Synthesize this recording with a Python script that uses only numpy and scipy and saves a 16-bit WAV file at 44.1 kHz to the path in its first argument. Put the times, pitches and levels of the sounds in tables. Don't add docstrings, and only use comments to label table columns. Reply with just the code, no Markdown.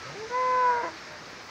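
import sys
import numpy as np
from scipy import signal
from scipy.io import wavfile
from scipy.ndimage import uniform_filter1d

SR = 44100
rng = np.random.default_rng(int(sys.argv[2]) if len(sys.argv) > 2 else 0)


def makeup_ratio(level_db):
    decades = np.asarray(level_db, float) / 20
    return 10 ** decades


def materialize(psi):
    bounded = np.clip(np.atleast_2d(psi).T, -1, 1)
    quanta = np.round(bounded * 32767).astype(np.int16)
    wavfile.write(sys.argv[1], SR, quanta)


N = 66150


def evened(x):
    return x / np.sqrt(np.mean(x ** 2) + 1e-20)


def drift(n, hz):
    smooth = signal.butter(2, hz, fs=SR, output="sos")
    return evened(signal.sosfiltfilt(smooth, rng.standard_normal(n)))


def add(mix, start_s, sound):
    at = round(start_s * SR)
    part = mix[max(at, 0):][:len(sound) + min(at, 0)]
    part += sound[max(-at, 0):][:len(part)]


def resonate(x, hz, width_hz):
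    turn = np.exp(2j * np.pi * hz * np.arange(len(x)) / SR)
    r = np.exp(-np.pi * width_hz / SR)
    lowered = x / turn
    return 2 * (turn * signal.lfilter([(1 - r) ** 2], np.convolve([1, -r], [1, -r]), lowered)).real


def controls(table, edge_s):
    rows = np.array(table, float).T
    t = np.arange(rows[0, 0], rows[0, -1], 1 / SR)
    edge = np.clip(np.minimum(t - t[0], t[-1] - t) / edge_s, 0, 1)
    curves = [uniform_filter1d(np.interp(t, rows[0], c), size=300) for c in rows[1:]]
    return t, edge, curves


# time_s, pitch_hz, effort_db, throat_ring_db, bright_mouth_db, slow_vibration_db
BELLOW = [
    (.295, 479, -41, -52, -51.5, -57),
    (.32, 488, -36, -39.5, -42, -60),
    (.352, 499.8, -36.5, -27, -41.5, -64.5),
    (.39, 508.2, -33, -27, -49, -51.5),
    (.59, 504.9, -32.5, -24, -36.5, -50),
    (.697, 492.3, -34.5, -22, -35, -41.5),
    (.735, 483, -33.5, -27, -38.5, -43.5),
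    (.797, 475.5, -36.5, -27.5, -39.5, -44),
    (.832, 462, -41, -40, -53.5, -46),
]
# multiple_of_pitch, level_db, bright_mouth_share, fade_db_per_s
UPPER_PARTIALS = [(4, -11, 0.05, -38), (5, -27.5, .6, -4.5)]
# pitch_hz, width_hz, level_db
RASP_HOLLOWS = [(666.4, 29, -4), (1124, 56, -6.5), (1604, 92, -2), (2064, 130, -5.5)]
# multiple_of_pitch, slow_steps, level_db
SIDE_TONES = [(0, 1, -21.5), (1, 1, -3.5), (2, 1, -8.5), (2, -1, -15.5), (3, -1, -5), (3, 1, -3),
              (4, -1, -10), (4, 1, -9)]


def bellow():
    t, edge, (hz, effort_db, ring_db, bright_db, slow_db) = controls(BELLOW, 0.0076)
    slow_on_s, slow_rise_s = .74, .06
    grown = np.clip(1 - (slow_on_s - t) / slow_rise_s, .15, 1)
    waver = 0.0034 * grown * drift(len(t), 40)
    turn = 2 * np.pi * np.cumsum(hz * (1 + waver)) / SR
    slow_wander = .2 * drift(len(t), 45)
    slow = turn / 3 + 2 * np.pi * np.cumsum(hz / 3 * slow_wander) / SR
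    ring_db = ring_db + 2.1 * grown * drift(len(t), 75)

    out = makeup_ratio(effort_db) * np.cos(turn)
    out += makeup_ratio(ring_db) * np.cos(2 * turn)
    out += makeup_ratio(bright_db) * np.cos(3 * turn)
    for k, db, share, fade_db in UPPER_PARTIALS:
        source_db = (1 - share) * ring_db + share * (bright_db + 11.5)
        out += makeup_ratio(db + source_db + fade_db * (t - t[0])) * np.cos(round(k) * turn)

    breath = rng.standard_normal(len(t))
    rasp = sum(makeup_ratio(db) * evened(resonate(breath, f, w)) for f, w, db in RASP_HOLLOWS)
    out += makeup_ratio(slow_db) * grown * rasp
    for k, step, db in SIDE_TONES:
        level = makeup_ratio(slow_db + db + 2.5 * drift(len(t), 36))
        out += level * np.cos(round(k) * turn + round(step) * slow + rng.uniform(0, 6))
    return t[0], np.sqrt(2) * edge * out


# time_s, pitch_hz, effort_db, throat_ring_db
HIGH_NOTE = [
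    (.15, 388.6, -41, -51),
    (.172, 394, -44, -55),
    (.21, 440, -38.5, -50.5),
    (.25, 438, -37.5, -48),
    (.268, 459, -42, -62.5),
    (.288, 462, -47, -62),
]


def high_note():
    t, edge, (hz, effort_db, ring_db) = controls(HIGH_NOTE, 0.0054)
    turn = 2 * np.pi * np.cumsum(hz * (1 + .006 * drift(len(t), 50))) / SR
    out = makeup_ratio(effort_db) * np.cos(turn)
    out += makeup_ratio(ring_db) * (np.cos(2 * turn) + makeup_ratio(-7) * np.cos(4 * turn))
    return t[0], np.sqrt(2) * edge * out


def pulsed(call, throat, jitter, noise, weak, rise, fade_db):
    start_s, length_s, from_hz, to_hz, level_db = call
    t = np.arange(0, length_s, 1 / SR)
    u = t / length_s
    glide_hz = from_hz + (to_hz - from_hz) * u
    turns = np.cumsum(glide_hz * (1 + jitter * drift(len(t), 70))) / SR
    folds = sum(np.cos(2 * np.pi * k * turns) for k in range(1, 9))
    folds = folds * (1 + weak * np.cos(np.pi * turns))
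    puffs = (0.36 + np.exp(-(turns % 1) / .3)) * rng.standard_normal(len(t))
    drive = (1 - noise) * evened(folds) + noise * 3 * evened(puffs)
    out = sum((-1) ** k * makeup_ratio(db) * resonate(drive, f, w) for k, (f, w, db) in enumerate(throat))
    edge = np.minimum(u / rise, 1) * np.minimum((1 - u) / 0.23, 1)
    return start_s, edge * makeup_ratio(level_db + fade_db * u ** 2) * evened(out)


# start_s, length_s, from_hz, to_hz, level_db
GRUNT = (.824, .09, 348, 312, -29)
# pitch_hz, width_hz, level_db
GRUNT_THROAT = [(331, 240, -8), (540, 116, -4), (662, 128, -4), (993, 140, 1.5), (1364, 110, -10.5),
                (1603, 145, -4.5), (2037, 270, -11.5)]


def grunt():
    return pulsed(GRUNT, GRUNT_THROAT, jitter=.1, noise=.2, weak=.85, rise=.1, fade_db=-15)


# start_s, length_s, from_hz, to_hz, level_db
HUM = (.035, .13, 115, 170, -45)
# pitch_hz, width_hz, level_db
HUM_THROAT = [(145, 90, 1), (490, 110, 0), (600, 100, -4)]


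def hum():
    return pulsed(HUM, HUM_THROAT, jitter=.03, noise=.25, weak=.05, rise=.3, fade_db=-1.5)


# start_s, length_s, from_hz, to_hz, level_db
FAINT_TONES = [
    (-.04, .16, 1358, 1255, -46.5),
    (.87, .1, 335, 325, -51),
    (1.06, .135, 616, 600, -50),
    (1.075, .1, 920, 918, -52.5),
]


def faint_tone(start_s, length_s, from_hz, to_hz, level_db):
    u = np.arange(0, length_s, 1 / SR) / length_s
    hz = (from_hz + (to_hz - from_hz) * u) * (1 + 0.0052 * drift(len(u), 30))
    swell = np.sin(np.pi * u) ** 0.34
    return start_s, np.sqrt(2) * makeup_ratio(level_db) * swell * np.sin(2 * np.pi * np.cumsum(hz) / SR)


def slope_echoes(x):
    fade_60db_s = 0.067
    at = np.arange(300, SR // 2, 30)
    taps = np.zeros(SR // 2 + 30)
    signs = rng.choice([-1., 1.], len(at))
    taps[at + rng.integers(0, 30, len(at))] = signs * makeup_ratio(-60 * at / SR / fade_60db_s)
    return signal.fftconvolve(x, taps / np.linalg.norm(taps))[:N]


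def read(points, hz):
    f, value = np.transpose(points)
    return np.interp(np.log(hz + 1), np.log(f + 1), value, left=-90, right=-90)


def air(points, level_db, sag_db_per_s, patchy_db, flicker_db):
    frames, hz = N // 256 + 5, np.fft.rfftfreq(1024, 1 / SR)
    a, b, patches = rng.standard_normal((frames, 513, 3)).T
    patches = uniform_filter1d(patches, size=12, axis=0)
    patches = evened(uniform_filter1d(patches, size=12, axis=1))
    flicker = evened(uniform_filter1d(rng.standard_normal(frames), size=4))
    colour_db = read(points, hz)[:, None] + patchy_db * patches + flicker_db * flicker
    z = (a + 1j * b) * makeup_ratio(colour_db)
    noise = evened(signal.istft(z, nperseg=1024, noverlap=768)[1][:N])
    return makeup_ratio(level_db + sag_db_per_s * (1.34 - np.arange(N) / SR)) * noise


# pitch_hz, level_db (per Hz)
WIND = [(45, -18), (70, -6.5), (300, -6.5), (800, -6), (1800, -4.5), (2350, -8), (3100, -18), (4000, -35)]


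def wind():
    return air(WIND, level_db=-44.5, sag_db_per_s=1.5, patchy_db=0.9, flicker_db=0.57)


# pitch_hz, level_db (per Hz)
STREAM = [(2200, -16.5), (3100, -6.5), (4000, -1), (5100, 0), (6500, -6), (7100, -13), (8200, -21.5),
          (10000, -31.5)]
# pitch_hz, level_db (per Hz)
SHEEN = [(9500, -9.5), (11200, 1), (12300, -4.5), (13800, -9.5), (14900, 1.5), (15700, -2.5),
         (15760, -38.5)]


def stream():
    hiss = air(STREAM, level_db=-50.5, sag_db_per_s=1.5, patchy_db=0.88, flicker_db=0.32)
    sheen = air(SHEEN, level_db=-75.5, sag_db_per_s=-1.1, patchy_db=2.2, flicker_db=1.5)
    return hiss + sheen


def scene():
    herd = np.zeros(N)
    for call in (bellow, high_note, grunt, hum):
        add(herd, *call())
    for row in FAINT_TONES:
        add(herd, *faint_tone(*row))
    background = wind() + stream()
    echoes = makeup_ratio(-23) * slope_echoes(herd)
    return (herd + echoes + background)[None]


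def roll_off(x):
    return signal.sosfilt(signal.butter(12, 16950, fs=SR, output="sos"), x)


def record(dry):
    thin = signal.sosfilt(signal.butter(3, 49, "high", fs=SR, output="sos"), dry)
    return roll_off(thin)


dry = scene()
out = record(dry)
materialize(out)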